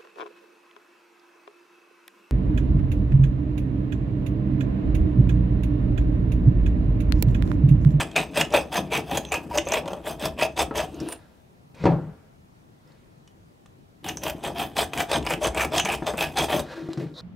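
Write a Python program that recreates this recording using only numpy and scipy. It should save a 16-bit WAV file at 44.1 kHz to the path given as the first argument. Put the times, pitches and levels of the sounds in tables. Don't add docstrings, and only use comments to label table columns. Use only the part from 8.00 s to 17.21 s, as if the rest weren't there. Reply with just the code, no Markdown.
import sys
import numpy as np
from scipy import signal
from scipy.fft import rfft, irfft
from scipy.io import wavfile
from scipy.ndimage import uniform_filter1d

SR = 44100
rng = np.random.default_rng(int(sys.argv[2]) if len(sys.argv) > 2 else 0)


def level_to_linear(level):
    exponent = np.asarray(level, float) / 20
    return 10 ** exponent


def file_out(sig):
    cols = np.atleast_2d(sig).T
    lim = np.clip(cols, -1, 1)
    pcm = np.round(lim * 32767).astype(np.int16)
    wavfile.write(sys.argv[1], SR, pcm)


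N = 406161


def evened(x):
    return x / np.sqrt(np.mean(x ** 2) + 1e-20)


def read(points, hz):
    f, value = np.transpose(points)
    return np.interp(np.log(hz + 1), np.log(f + 1), value)


def along(tables, column, rest, fade=0.014, bulge=0.):
    s, value = [], []
    for rows in map(np.array, tables):
        s += [rows[0, 0] - fade / 2, *rows[:, 0], rows[-1, 0] + fade]
        value += [rest or rows[0, column], *rows[:, column], rest or rows[-1, column]]
    t, s = np.arange(N) / SR, np.maximum.accumulate(s)
    if bulge:
        return np.log(np.interp(t, s, np.exp(bulge * np.array(value)))) / bulge
    return np.interp(t, s, value)


def arch(row, top, ends=(0, 0)):
    start, rise, fall = row[:3]
    return [(start, top + ends[0]), (start + rise, top), (start + rise + fall, top + ends[1])]


def swell(rows, ends_db, rest_db, bulge=0.):
    return level_to_linear(along([arch(row, row[3], ends_db) for row in rows], column=1, rest=rest_db, bulge=bulge))


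def colour(x, points):
    gain = np.log(level_to_linear(read(points, abs(np.fft.fftfreq(4096, 1 / SR)))))
    taps = np.fft.ifft(np.exp(gain - 1j * signal.hilbert(gain).imag)).real[:2048]
    return signal.oaconvolve(x, taps)[:len(x)]


def resonate(x, hz, width_hz):
    r = np.exp(-np.pi * width_hz / SR)
    if np.ndim(hz) == 0:
        c = r * np.cos(2 * np.pi * hz / SR)
        return signal.lfilter([2 * (1 - r), -2 * (1 - r) * c], [1, -2 * c, r * r], x)
    turn = np.exp(2j * np.pi * np.cumsum(hz) / SR)
    return 2 * (turn * signal.lfilter([1 - r], [1, -r], x / turn)).real


def twice(x, hz, width_hz, second_width_hz):
    return evened(resonate(resonate(x, hz, width_hz), hz, second_width_hz))


def band(x, lo_hz, hi_hz):
    return signal.sosfilt(signal.butter(3, [lo_hz, hi_hz], "bandpass", fs=SR, output="sos"), x)


def lumps(seconds):
    width = round(seconds * SR)
    return evened(uniform_filter1d(uniform_filter1d(rng.standard_normal(N), width), width))


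def grains(per_s, spread_db):
    size = level_to_linear(spread_db * np.minimum(rng.exponential(1, N), 4))
    return evened(size * (rng.random(N) < per_s / SR) * rng.choice([-1., 1.], N))


# frequency in Hz, level in dB per Hz.
HUSH = [(15, -45.5), (25, -17), (140, -4), (247, -11.5), (434, -16.5), (948, -21.5), (1580, -29),
        (3360, -34.5), (9100, -43.5), (15600, -49)]
# frequency in Hz, left-right likeness from -1 to 1.
HUSH_SAME = [(60, 1), (240, 0.38), (950, -0.77), (3770, -0.25), (15000, 1)]


def hush():
    frames, hz = N // 512 + 5, np.fft.rfftfreq(2048, 1 / SR)
    a, b, c, d, patches = rng.standard_normal((frames, 1025, 5)).T
    patches = evened(uniform_filter1d(uniform_filter1d(patches, 14, 0), 6, 1))
    same, left = np.clip(read(HUSH_SAME, hz), -1, 1)[:, None], a + 1j * b
    z = np.array([left, same * left + np.sqrt(1 - same ** 2) * (c + 1j * d)])
    z *= level_to_linear(read(HUSH, hz)[:, None] + 1.3 * patches)
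    return level_to_linear(-54) * evened(signal.istft(z, nperseg=2048, noverlap=1536)[1][:, :N])


# frequency in Hz, t60 in seconds.
ROOM = [(100, .36), (500, .27), (2000, .19), (8000, .16), (16000, .12)]


def room(x, wide=0.64):
    taps = np.zeros((3, SR // 2))
    at = np.arange(120, SR // 2 - 20, 20)
    at = at + rng.integers(0, 20, (3, len(at)))
    np.put_along_axis(taps, at, rng.choice([-1., 1.], at.shape), 1)
    hz, t, z = signal.stft(taps[2] + wide * taps[:2], SR, nperseg=256)
    tail = signal.istft(z * level_to_linear(-60 * t / read(ROOM, hz)[:, None]), SR, nperseg=256)[1]
    return signal.fftconvolve(x[None], tail / np.linalg.norm(tail[0]), axes=1)[:, :N]


# start in seconds, rise in seconds, fall in seconds, level in dB,
# centre of the hiss in Hz.
SLIDES = [
    (2.871, 0.24, 0.054, -44.5, 2620),
    (3.17, .02, .22, -61, 1600),
    (3.746, 0.12, 0.08, -42, 2100),
    (4.749, 0.1616, 0.27, -64.5, 1835),
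    (8.621, 0.097, .17, -42.5, 1500),
    (8.88, 0.0087, 0.094, -49.5, 1460),
    (8.968, .008, 0.15, -49, 1790),
    (9.139, 0.047, 0.102, -39.5, 3870),
]
# frequency in Hz, level in dB per Hz.
SLIDE_COLOUR = [(290, -42.5), (500, 2), (851, -9), (968, -5), (2690, -22), (3850, -15.5), (15500, -51)]
# frequency in Hz, width in Hz, level in dB.
SLIDE_RINGS = [(920, 40, 0.5), (1370, 32, 5.5), (1600, 45, 2.5), (1873, 39, -8.5), (2414, 64, 0)]
# start in seconds, rise in seconds, fall in seconds, level in dB.
GROANS = [
    (2.93, 0.085, 0.0625, -31.5),
    (8.74, 0.039, 0.1, -40.5),
    (8.884, .006, 0.076, -38.5),
    (8.968, 0.0089, 0.072, -30),
]


def slides():
    grit = grains(per_s=5000, spread_db=1.5)
    hz = along([arch(row, row[4]) for row in SLIDES], column=1, rest=0)
    share = np.clip(hz / 5500, 0, 1)
    hiss = evened(resonate(resonate(grit, hz, 0.26 * hz.mean()), hz, 1220))
    grainy = colour(grit, SLIDE_COLOUR)
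    rub = (1 - share) * grainy / np.std(band(grainy, 810, 8000)) + share * hiss
    rings = evened(sum(level_to_linear(db) * resonate(grit, f, width) for f, width, db in SLIDE_RINGS))
    rub += level_to_linear(-4.5) * (1 - share) ** 2 * rings
    rub *= swell(SLIDES, (-14.5, -13.5), rest_db=-82.0) * level_to_linear(1.1 * lumps(0.018))
    groan_hz = 330
    groan = evened(resonate(resonate(grit, groan_hz * (1 + .05 * np.sin(hz / 20)), 40), groan_hz, 90))
    groan += 0.15 * evened(resonate(grit, 2 * groan_hz, 90))
    return rub + swell(GROANS, (-12, -3.5), rest_db=-76.5) * groan


# start in seconds, rise in seconds, fall in seconds,
# bite in dB, chatter in dB over the bite.
STROKES = [(-.05, 0.05, 0.043, -16.5, 1.5), (.155, 0.0042, 0.098, -19.5, -1), (0.338, 0.056, 0.04, -17, 0),
           (0.519, 0.036, 0.071, -19, 4.5), (.71, 0.059, 0.046, -22.5, 4.5), (0.908, 0.034, 0.078, -21, 5),
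           (1.067, 0.11, 0.011, -27, 5), (1.314, 0.015, 0.058, -27.5, 7.5),
           (1.498, 0.055, 0.04, -30.5, 4.5), (1.668, 0.095, 0.044, -25, 6.5), (1.84, 0.054, 0.052, -47, 17),
           (2.041, 0.026, 0.096, -28.5, 4), (2.193, 0.042, 0.062, -27.5, 7),
           (2.378, 0.055, 0.043, -23, 3.5), (2.561, 0.037, 0.048, -17, 4), (2.738, 0.039, 0.097, -23, 3),
           (3.071, 0.057, 0.015, -42.5, 11)]
LATER_STROKES = [(6.035, 0.066, 0.025, -30.5, 1), (6.217, 0.03, 0.07, -28.5, 3.5),
                 (6.427, 0.018, 0.076, -27, 7), (6.544, 0.05, 0.092, -26, 3.5),
                 (6.756, 0.039, 0.063, -18, 0), (6.927, 0.079, .05, -24, 1.5),
                 (7.088, 0.058, 0.051, -19, 4.5), (7.243, 0.086, 0.025, -23, 3),
                 (7.409, 0.041, 0.044, -19.5, 4), (7.54, 0.084, 0.034, -20, 1),
                 (7.712, 0.043, 0.049, -20, 2.5), (7.832, 0.1, 0.034, -21, 1),
                 (8.059, 0.0095, 0.058, -25, 7), (8.169, 0.017, 0.12, -23.5, -0.5),
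                 (8.358, 0.029, 0.084, -20.5, 2), (8.484, 0.032, 0.11, -22, 4.5)]


def force():
    entry_db, exit_db = -24.5, -49.5
    hold, sag_db = 0.27, -1.5
    curves = []
    for row in STROKES + LATER_STROKES:
        entry, top, leave = arch(row, row[3], (entry_db, exit_db))
        held = (top[0] + hold * (leave[0] - top[0]), top[1] + sag_db)
        curves.append([entry, top, held, leave])
    return level_to_linear(along(curves, column=1, rest=-80.0, bulge=.075))


# time in seconds, level in dB.
BOUTS = [
    [(0.01, -50), (3.1, -59)],
    [(6.05, -55), (8.62, -47.5)],
]
# time in seconds, sway in dB, knock in dB.
LURCHES = [(0.801, -53, -32.5), (1.13, -36, -32.5), (1.56, -36.5, -44), (2.28, -39.5, -37.5),
           (2.77, -40, -41), (3.02, -47, -36), (3.88, -41, -28), (6.27, -42, -42), (7.2, -35.5, -35),
           (7.47, -33, -38), (7.93, -41, -39), (8.55, -45, -29), (8.85, -66, -44), (9.0, -59.5, -33.5)]


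def rocking(part):
    rest_db, shove_db = (-51.5, -43.5)[part], (-19, -16)[part]
    lag_s = (0.073, 0.026)[part]
    rise_db_per_s, fall_db_per_s = (174.5, 267.5)[part], (59, 121.5)[part]
    t, r = np.arange(N) / SR, np.exp(-1 / (lag_s * SR))
    spans = [[(a[0], rest_db), (b[0], rest_db)] for a, b in BOUTS]
    held = level_to_linear(along(spans, column=1, rest=-99., fade=0.18))
    out = held + level_to_linear(shove_db) * signal.lfilter([1 - r], [1, -r], force())
    for row in LURCHES:
        late = t - row[0]
        out = np.maximum(out, level_to_linear(row[1 + part] + np.minimum(rise_db_per_s * late, -fall_db_per_s * late)))
    return out


# frequency in Hz, level in dB, t60 in seconds.
BENCH = [(144, -2, .3), (168, 0, .26), (237, -12, .14), (307, -9, .12), (404, -14, .1), (528, -9, .09)]
# start in seconds, rise in seconds, fall in seconds, level in dB.
WOBBLES = [
    (3.795, 0.035, 0.04, -27.5),
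    (3.89, 0.022, 0.22, -21),
]


def bench():
    shake = grains(per_s=650, spread_db=1.5)
    modes = sum(level_to_linear(0.18 * db) * resonate(shake, hz, 8.8 / t60) for hz, db, t60 in BENCH)
    knock = evened(band(modes, 130, 395))
    sway = twice(rng.standard_normal(N), 67, 22, 90)
    out = rocking(part=0) * sway + rocking(part=1) * level_to_linear(2.5 * lumps(0.031)) * knock
    return out + swell(WOBBLES, (-11, -23), rest_db=-99.) * twice(shake, 149.3, 35, 60)


# frequency in Hz, level in dB per Hz.
THUMP = [(35, -46), (60, -21.5), (151, -1), (215, -3), (600, -10), (1000, -17), (2000, -29), (5000, -52.5),
         (11000, -120)]
# time in seconds, peak in dB, crack in dB over the thump.
LANDING = [
    (2.709, -12.5, -26),
    (3.838, -9, -7),
    (3.854, 1.5, -12),
    (3.866, -3.5, -30),
    (3.919, -18.5, -45),
    (8.021, -14.5, -27),
    (8.136, -12.5, -27),
    (8.886, -24, -5),
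    (8.973, -20, 1.5),
]


def landings():
    dull = evened(colour(rng.standard_normal(N), THUMP))
    crack = evened(band(rng.standard_normal(N), 1400, 6200))
    body = evened(band(rng.standard_normal(N), 440, 1030))
    shiver = evened(resonate(rng.standard_normal(N), 1450, 350))
    t, out = np.arange(SR // 2) / SR, np.zeros(N)
    ring = sum(level_to_linear(db - 60 * t / t60) * np.sin(2 * np.pi * hz * t) for hz, db, t60 in BENCH)
    for s, db, crack_db in LANDING:
        now = slice(round(s * SR), min(round(s * SR) + len(t), N))
        u = t[:now.stop - now.start]
        blow = level_to_linear(-18.5) * ring[:len(u)]
        blow += (level_to_linear(-8.5 - 60 * u / 0.057) + level_to_linear(-36.5 - 60 * u / 0.69)) * dull[now]
        blow += level_to_linear(-63.0 - 60 * u / 1.45) * shiver[now]
        blow += level_to_linear(-30.5 - 60 * u / 0.34) * body[now]
        blow += level_to_linear(crack_db - 27.0 - 60 * u / 0.057) * crack[now]
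        rise = np.minimum(u / 0.00145, 1) ** 2
        out[now] += level_to_linear(db) * rise * blow
    return out


# time in seconds, peak in dB, frequency in Hz, t60 in seconds.
KNOCKS = [(0.773, -25.5, 193.3, 0.43), (1.574, -13, 590, 0.091), (1.582, -22, 330, 0.13),
          (1.916, -31, 186, 0.19), (7.839, -29.5, 199, 0.29), (3.876, -13.5, 159.3, 0.11),
          (3.882, -12, 318, 0.081), (.372, -17.5, 581, 0.118), (8.44, -16, 814, 0.041),
          (1.512, -28.5, 953, 0.14), (8.775, -30.5, 338, 0.11), (8.818, -27.5, 330, 0.086),
          (8.824, -30, 157.7, .12), (8.888, -20, 332, 0.1), (8.973, -23.5, 149, 0.23),
          (8.976, -23, 331.7, 0.22), (9.019, -22.5, 156, 0.18), (9.052, -35.5, 330, 0.12),
          (9.055, -24, 153, 0.14),
          (2.712, -33, 1290, .09),
    (2.71, -30, 880, .05),
]


def knocks():
    out, t = np.zeros(N + SR), np.arange(SR // 2) / SR
    for s, db, hz, t60 in KNOCKS:
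        rise = np.minimum(t * hz / 1.4, 1)
        out[round(s * SR):][:len(t)] += rise * level_to_linear(db - 60 * t / t60) * np.sin(2 * np.pi * hz * t)
    return out[:N]


# frequency in Hz, level in dB per Hz.
GRIT = [(500, -19), (950, -1), (1400, -8), (2100, -7.5), (3500, -14.5), (4100, -12.5), (7400, -1),
        (15600, -10)]
# frequency in Hz, width in Hz, level in dB.
CASTING = [(971, 120, 5.5), (1229, 50, -8), (1728, 320, -2)]


def casting(force, shifting_db=0.):
    drift = np.ones(4)
    if shifting_db:
        drift = level_to_linear(shifting_db * np.clip([lumps(0.015) for _ in range(4)], -2, 1.3))
    rings = sum(level_to_linear(db) * resonate(force * drift[k % 4], hz, width) for k, (hz, width, db) in enumerate(CASTING))
    return colour(force * np.sqrt(drift[3]), GRIT) + level_to_linear(-1.) * rings


# frequency in Hz, width in Hz, level in dB.
BLADE = [(5100, 1100, -5), (6230, 520, -3), (7010, 110, -9), (7850, 600, -8), (8440, 150, -1),
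         (9220, 110, -12), (10100, 800, -13), (11800, 650, -13), (14000, 750, -13)]


def blade(force, chance):
    shift_db = 6
    out = level_to_linear(-4 + shift_db / 2 * chance[::-1]) * colour(force, GRIT)
    for k, (hz, width, db) in enumerate(BLADE):
        ring = resonate(resonate(force, hz, width), hz, 2 * width)
        out += level_to_linear(db + shift_db * np.roll(chance, k * SR // 3)) * ring
    return out


# time in seconds, peak in dB, blade ring in Hz.
SNAGS = [(0.162, -18, 6400), (0.348, -34, 8700), (0.3734, -34, 3440), (0.524, -30.5, 5670),
         (3.123, -29.5, 2900), (0.9203, -33.5, 7000), (3.749, -46, 2100), (1.172, -16, 6600),
         (1.3202, -20.5, 7160), (1.3448, -29, 6200), (1.5749, -15.5, 6100), (1.72, -18, 6100),
         (1.8777, -29.5, 3110), (2.057, -41, 7200), (2.1952, -37, 8300), (2.5655, -32, 3600),
         (2.592, -36, 9000), (2.7545, -41, 6300), (2.779, -25.5, 5760), (3.0867, -28, 9660),
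         (1.736, -20, 7150), (1.583, -11.5, 2840), (1.741, -20, 2590), (1.341, -14.5, 2100),
         (2.411, -20, 2000),
         (6.976, -20.5, 2370), (7.781, -8, 3220), (6.281, -25, 2760), (6.298, -21, 2500),
               (7.574, -23, 2560), (7.004, -15.5, 2330), (7.305, -18, 2410), (7.336, -17, 2580),
               (7.63, -36, 6100), (7.798, -9, 2970), (8.442, -31, 3300), (6.043, -40, 3930),
               (6.087, -21.5, 6230), (6.1711, -26, 6100), (6.235, -26, 5900), (6.437, -33, 9650),
               (6.781, -14.5, 4100), (6.934, -22, 2520), (7.115, -35, 5950), (7.25, -37, 8450),
               (7.2656, -27, 5000), (7.6184, -27, 8400), (7.7196, -39, 8440), (7.778, -20, 6190),
               (7.85, -19, 6200), (7.949, -32, 5340), (8.067, -22, 3100), (8.173, -30, 8400),
               (8.371, -14, 4060),
         (0.114, -35.5, 3220), (0.4118, -10.5, 2850), (0.449, -27.5, 2950), (0.5046, -32, 3080),
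           (1.25, -31, 3350), (1.552, -40, 6640), (1.652, -37, 6460), (1.687, -24, 7170),
           (1.858, -38, 3520), (1.933, -31, 3220), (2.944, -42.5, 6350), (3.0018, -29.5, 5350),
           (3.1259, -26.5, 9420), (4.875, -54.5, 5200), (5.2755, -50, 5740), (5.661, -48.5, 3450),
           (7.227, -34, 3140), (7.4702, -20, 8340), (7.547, -30, 8100), (8.5938, -20.5, 3740),
           (8.9326, -34, 4040), (5.277, -49, 3000), (5.659, -47.5, 980), (5.31, -60, 3200),
           (4.92, -57, 4360)]


def snags():
    burst, ring, t = np.zeros(N), np.zeros(N), np.arange(2600) / SR
    for s, db, hz in SNAGS:
        puff = rng.standard_normal(len(t))
        at = round(s * SR)
        burst[at:at + len(t)] += (level_to_linear(db - 60 * t / 0.018) * np.minimum(t / 0.00028, 1) * puff)[:N - at]
        shiver = 1 + 6.8 * uniform_filter1d(puff, size=30)
        ring[at:at + len(t)] += (level_to_linear(db - 60 * t / 0.031) * shiver * np.sin(2 * np.pi * hz * t))[:N - at]
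    unit = np.std(band(casting(rng.standard_normal(SR)), 3000, 16000))
    struck = level_to_linear(-6.5) * band(casting(burst), 590, 8300) + level_to_linear(-24.0) * blade(burst, 0 * burst)
    return struck / unit + level_to_linear(-6.5) * ring


# low ring in Hz, low ring in dB, upper ring in Hz,
# upper ring in dB, top fizz in dB.
SEATING = [(2500, 2, 3200, -3, -6.5), (2500, 7.5, 3700, -5.5, -3.5), (2590, 1.5, 3300, -3.5, -1),
           (2500, 5, 3400, -4, -1.5), (2560, -0.5, 3300, 0.5, 1), (2468, 8.5, 3200, -2, 0),
           (2560, 1.5, 3300, 2, 2.5), (2500, 12.5, 680, -11, 3.5), (2580, -10.5, 2500, -5, 1),
           (2487, 9, 3200, -3.5, 4), (2600, 4, 3500, -8, 1), (2560, -3, 3250, 0.5, 4.5),
           (2570, 0, 3350, 3.5, 4), (2560, 7.5, 3200, -9, -0.5), (2500, -2, 3420, -1.5, -3.5),
           (2560, -4, 3150, -2, 0), (2620, -14, 2850, -22, 12), (2500, -4, 2930, 4, 5.5),
           (2580, 0, 3100, -0.5, 7.5), (2500, -3, 3200, 2, -1.5), (2580, -2, 3250, 2, 5.5),
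           (2500, -2, 3320, 3.5, 0.5), (2360, -10, 3080, 0, 3), (2500, -2, 3400, 2, -5),
           (2330, 1.5, 2900, -8, 1.5), (2500, -6, 3440, -0.5, -4), (2320, 5, 1380, -2, 0.5),
           (2500, -6, 3330, -0.5, -2.5), (2390, 5, 2840, -4, -1.5), (2500, -6, 3400, -1, -3),
           (2500, 5, 3230, -5, 2), (2500, -1.5, 3380, 3.5, -2), (2500, -1.5, 3200, 0.5, 3)]


def seated(column):
    rows = zip(STROKES + LATER_STROKES, SEATING)
    return along([arch(row, seat[column]) for row, seat in rows], column=1, rest=0)


def by_way(values, ends=(0, 0)):
    curves = [arch(row, values[k % 2], ends) for bout in (STROKES, LATER_STROKES) for k, row in enumerate(bout)]
    return along(curves, column=1, rest=0)


# time in seconds, peak in dB.
CLUMPS = [(0.1126, -32), (0.1605, -2), (0.3561, -27.5), (0.3716, -7), (0.409, -14), (0.5102, -24),
          (0.5366, -6), (0.5435, -5), (0.7203, -33), (0.7296, -19.5), (0.7512, -21.5), (0.8984, -28),
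          (0.9213, -13), (1.0959, -37), (1.1114, -14), (1.1496, -12.5), (1.1711, -8.5), (1.3187, -15.5),
          (1.3405, -13), (1.509, -34), (1.5374, -20.5), (1.5517, -12.5), (1.5728, -6), (1.6686, -18.5),
          (1.6876, -32), (1.7205, -19.5), (1.7367, -8), (1.8582, -30.5), (1.878, -26.5), (1.9313, -30.5),
          (2.0582, -33.5), (2.0692, -31.5), (2.1949, -27.5), (2.2114, -24), (2.2524, -13.5), (2.3763, -24),
          (2.389, -17), (2.397, -18), (2.4114, -18), (2.4231, -1.5), (2.5716, -35), (2.5925, -22),
          (2.7536, -15), (2.7796, -28), (3.0011, -14),
          (6.0427, -22), (6.0612, -24.5), (6.087, -17), (6.1719, -28), (6.2358, -24), (6.2623, -20),
                (6.279, -21), (6.2978, -16), (6.4373, -27), (6.462, -34), (6.56, -28), (6.596, -32),
                (6.7663, -17.5), (6.786, -21), (6.9333, -16.5), (6.977, -23), (6.9915, -16), (7.0034, -17),
                (7.1136, -14), (7.129, -7.5), (7.25, -25), (7.264, -9), (7.2917, -27), (7.306, -10),
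                (7.421, -27), (7.4342, -16), (7.4688, -12), (7.5458, -19.5), (7.573, -9), (7.5947, -22),
                (7.647, -6), (7.7194, -20), (7.739, -17), (7.7624, -15), (7.7793, -17), (7.794, 9),
                (7.8538, -7), (7.8865, -12), (7.918, -25), (7.946, -21), (8.0222, -31), (8.072, -25),
                (8.177, -23), (8.207, -6.5), (8.2226, -7), (8.355, -22.5), (8.371, -7.5), (8.3814, -4.5),
                (8.441, -12), (8.4843, -21), (8.501, -19), (8.598, -19.5)]


def clumps():
    t, train = np.arange(3000) / SR, np.zeros(N)
    for s, db in CLUMPS:
        train[round(s * SR)] = level_to_linear(db - 10)
    pulse = np.minimum(t / .0025, 1) * level_to_linear(-60 * t / 0.042)
    return abs(signal.oaconvolve(train, pulse)[:N])


def filing(bite, teeth, even):
    hits = bite * teeth
    loudest = resonate(hits * level_to_linear(seated(column=1)), seated(column=0) * (1 + 0.02 * lumps(0.0067)), 230)
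    loudest += resonate(hits * level_to_linear(seated(column=3)), seated(column=2) * (1 + 0.035 * lumps(0.0067)), 300)
    low = casting(hits, shifting_db=5.) + level_to_linear(4.0) * loudest
    return band(low, 1000, 4100) / np.std(band(even, 720, 7500))


# start in seconds, rise in seconds, fall in seconds,
# level in dB.
SHIMMERS = [
    (1.25, .05, .02, -47.5),
    (1.655, .03, .012, -42.5),
    (6.175, .006, .06, -50),
    (7.8, 0.0068, 0.042, -34),
]


def fizz(bite, teeth, even):
    hiss = bite * level_to_linear(by_way((-3, -5.5), (-1, 6)) + 2.3 * lumps(0.0019))
    hiss *= evened(.4 * np.roll(teeth, SR) + rng.standard_normal(N))
    chance = np.clip(evened(sum(lumps(seconds) for seconds in (.006, .015, .03, .06))), -2, 1.3)
    high = blade(hiss, chance) / np.std(band(even, 2200, 21000))
    high = band(high, 4300, 9800) + level_to_linear(seated(column=4) - 1.5) * band(high, 9900, 20000)
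    shimmer = twice(teeth, 6200, 200, 500)
    return high + level_to_linear(7.5) * swell(SHIMMERS, (-8, -14), rest_db=-99.) * shimmer


# time in seconds, chatter in Hz.
GRIP = [
    [(0.0, 536), (0.14, 685), (0.36, 586), (1.05, 678), (1.29, 893), (1.6, 583), (1.72, 611), (2.39, 611),
     (2.9, 664)],
    [(6.0, 824), (6.27, 630.3), (6.9, 739), (7.14, 626), (7.3, 651), (8.12, 664), (8.21, 578.6),
     (8.39, 700), (8.7, 559)],
]


def chatter():
    hz = along(GRIP, column=1, rest=0) * (1 + 0.067 * lumps(0.033))
    drive = grains(per_s=700, spread_db=1.5)
    out = 0.39 * twice(drive, hz, 75, 82) + 0.55 * evened(band(drive, 343, 962))
    curves = [arch(row, row[4], (3, 6.5)) for row in STROKES + LATER_STROKES]
    return out * level_to_linear(along(curves, column=1, rest=0))


# start in seconds, rise in seconds, fall in seconds, level in dB.
SQUEAK = [
    (3.082, 0.056, 0.011, -40.5),
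]


def saw():
    hand = force()
    bite = level_to_linear(-3) * hand + np.minimum(clumps(), level_to_linear(12) * hand) + level_to_linear(along(BOUTS, column=1, rest=-99.))
    bite *= level_to_linear(1.6 * lumps(.004) - .6)
    teeth = grains(per_s=2200, spread_db=4.0) + 0.38 * rng.standard_normal(N)
    even = casting(teeth[:SR])
    squeak = swell(SQUEAK, (-15, -48), rest_db=-99.) * twice(teeth, 9270, 120, 300)
    out = level_to_linear(-6.0) * filing(bite, teeth, even) + level_to_linear(-6.5) * fizz(bite, teeth, even)
    return out + level_to_linear(-3.0) * bite * chatter() + squeak


# frequency in Hz, left minus right in dB.
LEAN = [(40, .6), (170, 2.6), (600, 2), (1400, .4), (3000, -.2), (9000, -2.9), (14000, -2.2)]


def scene():
    work = saw() + snags() + bench() + landings() + knocks() + slides()
    heard = work + level_to_linear(-9.5) * room(band(work, 350, 21000)) + hush()
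    lean = read(LEAN, np.fft.rfftfreq(N, 1 / SR)) / 2
    return irfft(rfft(heard, axis=1) * level_to_linear(np.array([lean, -lean])), N, axis=1)


def roll_off(x):
    return signal.sosfilt(signal.butter(12, 16300, fs=SR, output="sos"), x)


def record(dry):
    dry = signal.sosfilt(signal.butter(2, 28, "highpass", fs=SR, output="sos"), dry)
    dry = .65 * np.tanh(dry / .65)
    dry = signal.oaconvolve(dry, signal.firwin(1501, 15820, window=("kaiser", 9), fs=SR)[None], "same")
    return roll_off(dry)


dry = scene()
out = record(dry)
file_out(out)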